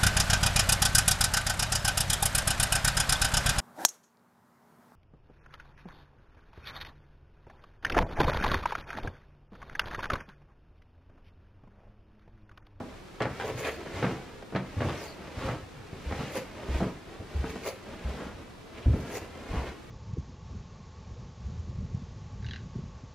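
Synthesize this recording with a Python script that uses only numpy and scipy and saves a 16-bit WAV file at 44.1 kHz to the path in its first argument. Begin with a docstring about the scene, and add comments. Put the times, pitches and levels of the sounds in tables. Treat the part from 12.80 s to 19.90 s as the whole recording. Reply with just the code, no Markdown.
"""A woody knock in the still air of an empty house, then someone walks down carpeted wooden stairs.
Each foot lands as a soft thump of a damped board, and the treads knock in frame modes and dense noise.
Filtered noise rubs as the sole moves over the pile; now and then clothing brushes the housing of the
carried microphone and rings its resonances. The heaviest step comes late; bare walls return an echo."""
import sys
import numpy as np
from scipy import signal
from scipy.fft import rfft, irfft, next_fast_len
from scipy.io import wavfile

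SR = 44100
rng = np.random.default_rng(int(sys.argv[2]) if len(sys.argv) > 2 else 0)


def output_pcm(signal):
    """Save a mono or channel-first signal as 16-bit PCM at the path in sys.argv[1].

    Samples are clipped to [-1, 1] before scaling.
    """
    pcm = np.clip(np.atleast_2d(signal).T, -1, 1) * 32767
    wavfile.write(sys.argv[1], SR, np.round(pcm).astype(np.int16))


N = 313110
TIME = np.arange(N) / SR
RING_TIME = TIME[:SR // 2]   # s
CUTOFF_HZ = 15600


def from_db(db):
    """Decibels to gain."""
    return 10 ** (np.asarray(db) / 20)


def rms_one(x):
    """Scale to unit rms."""
    return x / np.sqrt(np.mean(x ** 2) + 1e-20)


def at_hz(points, hz):
    """Read a table on a log-frequency axis."""
    points = np.array(points)
    return np.interp(np.log(np.maximum(hz, 1)), np.log(points[:, 0]), points[:, 1])


def add(out, s, sound):
    """Mix a sound in from time s."""
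    start = max(0, round(s * SR))
    out[..., start:start + sound.shape[-1]] += sound[..., :N - start]


def low_pass(x, hz, order=2):
    """Causal Butterworth low-pass."""
    sos = signal.butter(order, min(hz, SR / 2 - 1), fs=SR, output="sos")
    return signal.sosfilt(sos, x + 1e-18)


def left_right(mid, side):
    """Two channels from their sum and difference."""
    return np.array([mid + side, mid - side])


def flutter(per_s, depth_db, size=N):
    """A gain that wanders at random between per_s points a second."""
    wander = np.interp(TIME[:size] * per_s, np.arange(size), rng.standard_normal(size))
    return from_db(depth_db * wander)


def swell(t, rise_s, fade_s):
    """Pressure of a rubbing contact: it builds, rounds off at 1 when t is 0, and lets go."""
    scaled = np.where(t < 0, t / rise_s, t / fade_s)
    return np.exp(1 - np.hypot(1, scaled * np.sqrt(2)))


def steady_noise(spectrum, width, size=N):
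    """Stereo noise of a given colour and width; its middle has rms 1."""
    padded = next_fast_len(size)
    hz = np.arange(padded // 2 + 1) * SR / padded
    colour = from_db(at_hz(spectrum, hz)) * (hz < CUTOFF_HZ) * (hz > 20)
    mid, side = rfft(rng.standard_normal((2, padded))) * colour
    mid, side = irfft([mid, side * from_db(at_hz(width, hz))], padded)[:, :size]
    return left_right(mid, side) / np.std(mid)


# Centres of the bands that decay separately, in Hz.
BAND_HZ = np.array([150, 600, 2400, 9600])


def noise_bands(spectrum, width):
    """Coloured stereo noise split into four overlapping bands: (band, channel, time)."""
    noise = steady_noise(spectrum, width, size=2 * SR)
    hz = np.arange(SR + 1) / 2
    shares = [at_hz(np.column_stack([BAND_HZ, own]), hz) for own in np.eye(len(BAND_HZ))]
    return np.array([irfft(rfft(noise) * share) for share in shares])


def dying(t60_s):
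    """Exponential decay, 60 dB down after t60_s (10 ms at least)."""
    return np.exp(-np.log(1000) * RING_TIME / np.maximum(t60_s, .01))


def dense_ring(bands, t60s):
    """Countless modes at once: a random stretch of noise in which each band dies at its own rate."""
    start = rng.integers(bands.shape[-1] - len(RING_TIME))
    stretch = bands[..., start:start + len(RING_TIME)]
    return np.einsum("bct,bt->ct", stretch, dying(t60s[:, None]))


# Still air of the house. Each row: frequency in Hz, relative density in dB per Hz.
HOUSE_AIR = [(15, -1), (25, 11), (49, -0.5), (101, 1.5), (289, -5.5), (433, -7.5), (469, -8), (598, -12.5),
             (1300, -13.5), (1900, -20.5), (2060, -28), (3630, -23), (12000, -37.5), (15500, -48)]
# Stereo width of the air. Each row: frequency in Hz, side minus mid in dB.
AIR_WIDTH = [(60, -29), (110, -10.5), (200, -2.5), (380, 2.5), (700, 0.5), (1290, -2.5), (2380, 5.5),
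             (4400, -4), (8120, -19), (15000, -30)]


def house_air(air_db=-50.0):
    """Still air: steady noise, strongest in the bass."""
    return from_db(air_db) * steady_noise(HOUSE_AIR, AIR_WIDTH)


# Decay of the bare stairwell. Each row: frequency in Hz, t60 in s.
HALL_T60 = [(150, 0.42), (600, 0.41), (2400, 0.45), (9600, 0.35)]
# Colour of its tail. Each row: frequency in Hz, relative density in dB per Hz.
HALL_COLOUR = [(50, 7.5), (400, 6), (2000, 5), (15000, -3)]
# Width of its tail. Each row: frequency in Hz, side minus mid in dB.
HALL_WIDTH = [(60, -64), (300, -30), (2000, -27), (8000, -3)]


def stairwell(x, wet_db=-12, first_echo_s=0.003):
    """Bare walls return a diffuse tail."""
    air = noise_bands(HALL_COLOUR, HALL_WIDTH)
    onset = np.clip(RING_TIME / first_echo_s - 1, 0, 1)
    tail = dense_ring(air, at_hz(HALL_T60, BAND_HZ)) * onset
    tail = tail / np.linalg.norm(tail[0])
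    return from_db(wet_db) * signal.fftconvolve(x, tail, axes=-1)[:, :N]


def side_walls(x, echo_db=-9, sway_db=2.0):
    """The two close walls each return one echo, whose delay wanders as the walker sways."""
    out = x.copy()
    for delay_s in (.0031, .0054):
        sent = TIME - delay_s * flutter(3, sway_db)
        out += from_db(echo_db) * np.array([np.interp(sent, TIME, channel) for channel in x])
    return out


# Strides. Each row: peak in seconds, sole in dB before sole_db, clothes in dB before cloth_db,
# swell in s, fade in s.
STRIDES = [(.65, -44.5, -62.5, 0.15, 0.28), (1.21, -39, -60, 0.11, 0.17), (2.1, -41, -60, 0.14, 0.16),
           (2.675, -38.5, -60.5, 0.12, 0.089), (3.41, -44, -60.5, 0.17, 0.21),
           (3.96, -38.5, -59, 0.077, 0.12), (4.71, -46, -62.5, 0.17, 0.2), (5.36, -43, -65, 0.16, 0.12),
           (6.27, -44, -67.5, 0.17, 0.24), (6.77, -41, -62.5, 0.093, 0.085)]
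# Lighter scuffs as the weight shifts. Each row: peak in seconds, sole in dB before sole_db.
SCUFFS = [(.12, -52), (1.02, -44), (1.579, -54.5), (1.9, -53), (2.46, -47), (3, -53.5), (3.79, -45.5),
          (4.33, -48.5), (4.53, -50), (5.12, -47), (5.6, -55), (5.98, -52.5), (6.6, -47.5), (6.87, -45)]
# Rubbing sole. Each row: frequency in Hz, relative density in dB per Hz.
SOLE = [(30, -23), (70, 7), (180, 3.5), (300, 0.5), (460, 2.5), (750, -5), (1200, -9), (2300, -13.5),
        (3500, -20.5), (6000, -30), (15000, -48.5)]
# Rustling clothes. Each row: frequency in Hz, relative density in dB per Hz.
CLOTH = [(200, -10), (480, 14), (1000, 7.5), (2200, 11.5), (3400, 5), (4800, 2), (6500, -2.5), (8600, -9),
         (11500, -15), (15000, -18)]
# Stereo width of the steps. Each row: frequency in Hz, side minus mid in dB.
STEP_WIDTH = [(60, -42), (200, -65), (700, -21), (1300, -16), (2400, -12.5), (4400, -5.5), (8000, 1),
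              (15000, 10)]
# Stereo width of the clothes. Each row: frequency in Hz, side minus mid in dB.
CLOTH_WIDTH = [(200, -37), (1300, -23), (2400, -8.5), (4400, -5), (7000, 0.5), (10000, 6), (15000, 8)]
SCUFF_SWELL_S, SCUFF_FADE_S = 0.079, 0.073
SCUFF_CLOTH_DB = -27   # clothes relative to sole, before both gains
IDLE_SOLE_DB, IDLE_CLOTH_DB = -59.5, -72.5   # never quite still; before both gains


def friction(sole_db=2.0, cloth_db=12.5, sole_grain_db=1.0, cloth_grain_db=1.5,
             shifts_per_s=25, shift_db=1.5):
    """Soles catch and slip in the pile, clothes rustle with each stride and scuff: fluttering noise."""
    scuffs = [(s, db, db + SCUFF_CLOTH_DB, SCUFF_SWELL_S, SCUFF_FADE_S) for s, db in SCUFFS]
    t = TIME[::50]
    power = from_db([[IDLE_SOLE_DB], [IDLE_CLOTH_DB]]) ** 2
    for s, rub_db, rustle_db, rise_s, fade_s in [*STRIDES, *scuffs]:
        power = power + (from_db([[rub_db], [rustle_db]]) * swell(t - s, rise_s, fade_s)) ** 2
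    rub, rustle = [np.interp(TIME, t, np.sqrt(layer)) for layer in power]
    rub = rub * flutter(shifts_per_s, shift_db) * flutter(130, sole_grain_db)
    rustle = rustle * flutter(250, cloth_grain_db)
    sole = from_db(sole_db) * rub * steady_noise(SOLE, STEP_WIDTH)
    cloth = from_db(cloth_db) * rustle * steady_noise(CLOTH, CLOTH_WIDTH)
    return sole + cloth


CATCHES_PER_S, CATCH_DB = 500, 2.8   # quick uneven catches of dragged cloth
FITS_PER_S, FITS_DB = 70, 3   # slower fits
# Cloth sliding to a stop. Each row: start in seconds, level in dB before the pressure envelope,
# length in s, starting pitch in Hz.
SWISHES = [(0.85, -65, 0.036, 8200), (0.89, -60, 0.1, 4700), (2.162, -54, .09, 6430),
           (2.227, -58.5, 0.12, 5040), (3.542, -58, 0.078, 5380), (4.85, -53, 0.063, 5260),
           (6.316, -53.5, 0.079, 6920)]
SWISH_WIDTH_HZ = 600
SWISH_REST_HZ, SWISH_SLOWING_S = 4150, 0.071   # pitch sinks towards rest


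def swishes(side_db=-4):
    """Threads pass at a rate set by the speed of the cloth: a rough hiss that falls in pitch."""
    out = np.zeros((2, N))
    size = len(RING_TIME)
    for s, db, length_s, start_hz in SWISHES:
        hz = SWISH_REST_HZ + (start_hz - SWISH_REST_HZ) * np.exp(-RING_TIME / SWISH_SLOWING_S)
        uneven = low_pass(rng.standard_normal((2, size)), SWISH_WIDTH_HZ / 2)
        uneven = uneven * flutter(CATCHES_PER_S, CATCH_DB, size=size)
        mid, side = rms_one(uneven * np.sin(2 * np.pi * np.cumsum(hz) / SR))
        pressure = np.sin(np.pi * np.minimum(RING_TIME / length_s, 1))
        pressure = pressure * flutter(FITS_PER_S, FITS_DB, size=size)
        add(out, s, from_db(db) * pressure * left_right(mid, side * from_db(side_db)))
    return out


def resonate(x, hz, width_hz):
    """A two-pole resonance with gain 1 at its top."""
    r = np.exp(-np.pi * width_hz / SR)
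    zeros = np.array([1, 0, -1]) * (1 - r * r) / 2
    poles = [1, -2 * r * np.cos(2 * np.pi * hz / SR), r * r]
    return signal.lfilter(zeros, poles, x + 1e-18)


# Clothing on the housing. Each row: peak in seconds, drag in dB before drive_db, swell in s, fade in s,
# rasp centre in Hz before detuning, rasp width in Hz, gain of low modes in dB, gain of high modes in dB.
BRUSHES = [(.675, -47, 0.033, 0.034, 2180, 400, 9, -0.5), (0.541, -60, 0.098, .05, 2205, 400, -3, -2),
           (.79, -43.5, 0.016, 0.036, 2250, 250, -1, 2.5), (.88, -47, 0.049, 0.055, 2270, 300, -5, 1),
           (.875, -36, 0.051, 0.031, 1830, 580, -2, -11.5), (2.235, -49.5, 0.044, 0.057, 2240, 298, 3, 3),
           (3.571, -39, 0.032, 0.021, 2020, 600, 2.5, 0), (4.706, -44.5, 0.018, 0.012, 2230, 500, -11, -3),
           (4.873, -35, 0.025, 0.024, 2200, 280, -1.5, -4), (5.972, -50.5, 0.02, 0.032, 2450, 784, -5, -17),
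           (6.033, -51.5, .015, 0.03, 2900, 700, -18, -20), (6.19, -61.5, 0.088, .06, 2200, 400, 0, 4),
           (6.352, -40.5, 0.042, 0.015, 2030, 400, -2.5, -2),
           (6.373, -47.5, 0.021, 0.013, 2200, 400, 9.5, 9), (6.869, -46, 0.021, 0.011, 1900, 980, -2, -14)]
# Housing resonances. Each row: centre in Hz before detuning, width in Hz, gain in dB before the
# brush's own low or high gain, side minus mid in dB.
HOUSING = [(461, 102, 4.5, -36), (1010, 530, -16.5, -13), (2620, 370, -17.5, -5), (4500, 610, -20, 1),
           (6540, 890, -19, 0.5), (7170, 270, -24.5, 4), (9970, 210, -22, 9), (11330, 260, -25, 14.5),
           (12500, 1200, -36, 7), (14100, 180, -24, 12), (15150, 140, -23, 5)]
GRIP_DETUNE = .015   # relative spread


def brushes(drive_db=18, rasp_db=-8, body_hz=700, treble_hz=4000):
    """The weave catches unevenly on the housing and rings it, each mode in fits of its own."""
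    out = np.zeros((2, N))
    t = RING_TIME - RING_TIME.mean()
    size = len(t)
    for s, db, rise_s, fade_s, rasp_hz, rasp_width_hz, body_db, treble_db in BRUSHES:
        drag = from_db(db + drive_db) * swell(t, rise_s, fade_s)
        drag = drag * flutter(CATCHES_PER_S, CATCH_DB, size=size)
        rasp = (rasp_hz, rasp_width_hz, rasp_db, -11)
        for hz, width_hz, mode_db, side_db in [*HOUSING, rasp]:
            push = drag * flutter(FITS_PER_S, FITS_DB, size=size) * rng.standard_normal((2, size))
            push = low_pass(push, max(2 * hz, treble_hz))   # soft cloth leaves little hiss above each mode
            gripped_hz = hz * (1 + GRIP_DETUNE * rng.standard_normal())
            mid, side = resonate(push, gripped_hz, width_hz)
            gain = from_db(mode_db + body_db * (hz < body_hz) + treble_db * (hz > treble_hz))
            add(out, s + t[0], gain * left_right(mid, side * from_db(side_db)))
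    return out


# Skids of the sole. Each row: peak in seconds, level in dB before the swell, swell in s, fade in s,
# low-pass brightness in Hz.
SKIDS = [(.6, -31.5, 0.0027, 0.019, 2800), (.635, -42, 0.017, .025, 2426),
         (0.685, -41.5, .012, 0.027, 1500), (.853, -34, 0.014, 0.014, 3600),
         (.882, -38.5, .01, 0.012, 2800), (1.196, -44.5, 0.024, 0.017, 3500),
         (2.055, -45, 0.022, 0.029, 1800), (2.098, -35, 0.02, 0.02, 3420), (2.59, -43.5, .008, .015, 4200),
         (2.632, -42.5, 0.02, 0.018, 3800), (2.69, -39, 0.014, .03, 1600), (2.755, -47, 0.013, 0.019, 700),
         (3.405, -41, .018, .025, 4040), (5.405, -46, 0.056, 0.09, 890), (6.765, -40, .025, .04, 1500),
         (6.84, -48.5, 0.016, 0.025, 800)]
# One fibre letting go. Each row: frequency in Hz, relative density in dB per Hz.
PILE = [(100, -17), (250, -5), (480, 0), (800, 2.5), (1800, -6), (3000, -6), (6000, -17.5), (15000, -11)]
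FIBRES_PER_S, FIBRE_SPREAD_DB, FIBRE_T60_S = 900, 3.5, .012


def skids():
    """Tufts of pile catch on the sole and snap free at random: a short gritty rub."""
    out = np.zeros((2, N))
    t, pile = RING_TIME - RING_TIME.mean(), noise_bands(PILE, STEP_WIDTH)
    size = len(t)
    for s, db, rise_s, fade_s, bright_hz in SKIDS:
        strength = np.minimum(rng.exponential(1, size), np.pi)
        sizes = from_db(FIBRE_SPREAD_DB * strength) * rng.choice([-1, 1], size)
        snaps = sizes * (rng.random(size) < FIBRES_PER_S / SR)
        fibre = dense_ring(pile, np.full(len(BAND_HZ), FIBRE_T60_S))
        grit = signal.fftconvolve(snaps[None], fibre, axes=-1)[:, :size]
        rub = swell(t, rise_s, fade_s) * rms_one(low_pass(grit, bright_hz))
        add(out, s + t[0], from_db(db) * rub)
    return out


CRACK_S, BOTTOMING_S = .004, .0035   # crack decay, delay of the push


def knock(wood, frame, bright_hz, t60_s, bottoming_gain=3.17, bottoming_hz=480, firm_hz=2200,
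          treble_damping=0.11, rise_cycles=0.72):
    """A tread meets its riser: crack, push, frame modes and woody ring; soft contact is duller, slower."""
    ring = dense_ring(wood, t60_s * (BAND_HZ / 500) ** -treble_damping)
    ring = (1 + .5 * np.exp(-RING_TIME / CRACK_S)) * ring
    phase = (np.pi * bottoming_hz * (RING_TIME - BOTTOMING_S)) ** 2
    firmness = min(bright_hz / firm_hz, 1) ** 2
    push = bottoming_gain * firmness * (1 - 2 * phase) * np.exp(-phase)
    loading = 1 - np.exp(-RING_TIME * bright_hz / rise_cycles)
    return low_pass(loading * (ring + frame + push), bright_hz)


# Dense ring of the wood. Each row: frequency in Hz, relative density in dB per Hz.
WOOD = [(70, -51), (130, 8), (200, 0), (300, 5), (450, 0.5), (800, -0.5), (1800, -1.5), (3000, -10.5),
        (6000, -19), (15000, -28)]
TICKS_PER_S, TICK_SPREAD_DB = 4, 6
TICK_MAX_DB, TICK_BRIGHT_HZ, TICK_T60_S = -51, 650, .14


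def ticks():
    """Boards tick as their load shifts: faint dull knocks at random moments."""
    out = np.zeros((2, N))
    wood, count = noise_bands(WOOD, STEP_WIDTH), int(TICKS_PER_S * TIME[-1])
    for when, weakness in rng.random((count, 2)):
        gain = from_db(TICK_MAX_DB - TICK_SPREAD_DB * weakness)
        add(out, when * TIME[-1], gain * knock(wood, 0, TICK_BRIGHT_HZ, TICK_T60_S))
    return out


def mode(hz, t60_s):
    """One struck resonance: a decaying sine."""
    return np.sin(2 * np.pi * hz * RING_TIME) * dying(t60_s)


# Modes of the staircase. Each row: frequency in Hz and gain in dB, both before each tread's random
# shift, t60 in s.
STAIR_MODES = [(90, -15.5, 0.13), (127.4, -5.5, 0.09), (182.3, -4, 0.13), (217, -11.5, 0.1),
               (263, -11.5, 0.2), (330.4, -10.5, 0.093), (366, -28, 0.27), (438.2, -12.5, 0.23),
               (449, -12, 0.15), (489, -16, 0.19), (559, -21, 0.19), (660, -4, 0.02)]


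def staircase(count, spread_db=5.5, detune=0.007):
    """The frame's answer to a blow on each of several treads, which shift and weight the modes a little."""
    treads = []
    for tread in rng.standard_normal((count, len(STAIR_MODES), 2)):
        answer = 0
        for k, ((hz, db, t60_s), (size, shift)) in enumerate(zip(STAIR_MODES, tread)):
            gain = (-1) ** k * from_db(db + spread_db * size)
            answer = answer + gain * mode(hz * (1 + detune * shift), t60_s)
        treads.append(answer)
    return treads


# Knocks of the treads. Each row: start in seconds, level in dB, low-pass brightness in Hz,
# t60 of the woody ring at 500 Hz in s.
KNOCKS = [(.002, -31, 700, 0.23), (0.404, -29.5, 2950, 0.19), (.413, -31, 2000, 0.1),
          (.42, -29.5, 5500, 0.18), (.453, -29.5, 2500, 0.08), (.462, -32.5, 1210, 0.24),
          (1.059, -39, 1810, 0.22), (1.226, -29.5, 2800, 0.26), (1.242, -29.5, 2600, 0.18),
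          (1.263, -29.5, 900, 0.14), (1.318, -37, 800, 0.16), (1.624, -42.5, 2100, .07),
          (1.723, -35, 696, 0.49), (1.749, -29.5, 2460, 0.094), (1.76, -28.5, 3930, 0.16),
          (1.777, -52, 1000, 0.086), (2.005, -32, 2540, 0.12), (2.017, -30, 2900, 0.1),
          (2.047, -25, 500, 0.16), (2.083, -30, 900, 0.1), (2.095, -37, 3220, 0.086), (2.35, -55, 700, .15),
          (2.678, -36, 1300, 0.097), (2.687, -33.5, 2000, 0.092), (2.72, -32.5, 680, 0.25),
          (3.128, -37.5, 540, 0.13), (3.311, -32.5, 1900, 0.032), (3.322, -32.5, 3220, 0.1),
          (3.396, -28.5, 450, 0.12), (3.428, -38, 700, .08), (3.568, -30.5, 890, 0.089),
          (3.88, -35.5, 696, 0.29), (4.004, -28, 1000, 0.28), (4.02, -24.5, 523, 0.28),
          (4.041, -34, 900, 0.11), (4.4, -36.5, 510, 0.15), (4.64, -28, 1040, 0.075),
          (4.66, -38.5, 950, .07), (4.756, -32.5, 597, 0.098), (5.276, -41, 500, 0.17),
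          (5.302, -40, 704, 0.22), (5.399, -38, 600, 0.16), (5.457, -40, 500, 0.29),
          (5.597, -47, 600, 0.11), (6.056, -24.5, 328, 0.31), (6.133, -22, 340, 0.17),
          (6.156, -31, 496, 0.1), (6.175, -28, 332, 0.24), (6.73, -34, 687, 0.39), (6.809, -39, 600, 0.27),
          (7.04, -46, 500, .15)]


def knocks(modes_db=-2, heel_tilt=0.052, count=11):
    """Treads knock in turn down the stairs; a quick heel, brighter, shakes the frame less."""
    out = np.zeros((2, N))
    wood, treads = noise_bands(WOOD, STEP_WIDTH), staircase(count)
    for s, db, bright_hz, t60_s in KNOCKS:
        tread = treads[int(count * s / TIME[-1])]
        frame = from_db(modes_db) * (bright_hz / 1000) ** -heel_tilt * tread
        add(out, s, from_db(db) * knock(wood, frame, bright_hz, t60_s))
    return out


# Soft landings of a foot. Each row: start in seconds, level in dB, pitch of the loaded board in Hz,
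# time until the weight stops it in s.
THUMPS = [(.406, -26, 126, 0.048), (.457, -30, 129, 0.037), (.707, -37, 123, 0.046),
          (.747, -35, 130, 0.035), (1.138, -33, 96, .04), (1.229, -25.5, 128, 0.037),
          (1.245, -36, 187, 0.022), (1.314, -33, 126, 0.027), (1.747, -27.5, 135, 0.039),
          (1.762, -34, 189, 0.054), (1.964, -23, 97.5, 0.038), (2.004, -27.5, 125, 0.045),
          (2.067, -24, 122, 0.016), (2.572, -29, 82.5, 0.012), (2.648, -25, 70.4, 0.015),
          (2.689, -27.5, 123, 0.03), (2.822, -40, 95, 0.035), (3.126, -39, 96, 0.023),
          (3.26, -27.5, 66, 0.037), (3.315, -23.5, 79.5, 0.011), (3.388, -31.5, 136.4, 0.04),
          (3.886, -26, 63, 0.053), (3.925, -33, 129, 0.019), (3.945, -21, 54.4, 0.02),
          (4.008, -34, 95, 0.032), (4.019, -20, 215, 0.01), (4.036, -29, 282, .02), (4.06, -38, 205, 0.043),
          (4.395, -34.5, 91, 0.016), (4.547, -21.5, 77.4, 0.029), (4.587, -25, 59.5, 0.026),
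          (5.245, -27, 61.6, 0.051), (5.294, -38, 66.6, 0.029), (5.3, -39.5, 138, 0.037),
          (5.44, -37.5, 74, 0.033), (5.543, -36, 91, 0.016), (6.057, -13.5, 66, 0.021),
          (6.076, -17, 106.5, 0.037), (6.104, -19, 81, 0.024), (6.135, -36, 97, 0.039),
          (6.698, -23, 54.4, 0.017), (6.724, -37, 82, 0.027), (6.73, -35, 150.6, 0.046),
          (6.764, -24, 60, 0.037)]
# Hollow under the stairs. Each row: frequency in Hz, relative density in dB per Hz.
HOLLOW = [(28, 10), (45, -1), (80, 17), (130, 24), (220, -54), (600, -16), (2000, -62)]
RUMBLE_T60_S = 0.29


def thumps(cushion=1.86, frame_db=-9, rumble_db=-13, squash_s=0.00097, count=6):
    """Carpet muffles all above the board's lowest mode, soon stopped by weight; the hollow rumbles on."""
    out = np.zeros((2, N))
    treads, hollow = staircase(count), noise_bands(HOLLOW, STEP_WIDTH)
    loading = 1 - np.exp(-RING_TIME / squash_s)
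    for k, (s, db, hz, stop_s) in enumerate(THUMPS):
        board = np.sin(2 * np.pi * hz * RING_TIME) * np.exp(-(RING_TIME / stop_s) ** 2)
        rumble = from_db(rumble_db) * dense_ring(hollow, np.full(len(BAND_HZ), RUMBLE_T60_S))
        blow = loading * (from_db(frame_db) * treads[k % count] - board + rumble)
        add(out, s, from_db(db) * low_pass(blow, cushion * hz))
    return out


def scene():
    """Steps, their echo and friction over the still air of the house."""
    contacts = thumps() + knocks() + ticks() + skids() + brushes() + swishes()
    return house_air() + stairwell(contacts) + side_walls(friction()) + contacts


def record(dry, bass_cut_hz=31):
    """The microphone loses the deepest bass, and the top is cut steeply."""
    bass_cut = signal.butter(2, bass_cut_hz, "high", fs=SR, output="sos")
    top_cut = signal.ellip(12, .1, 80, CUTOFF_HZ, fs=SR, output="sos")
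    return signal.sosfilt(top_cut, signal.sosfilt(bass_cut, dry))


dry = scene()
out = record(dry)
output_pcm(out)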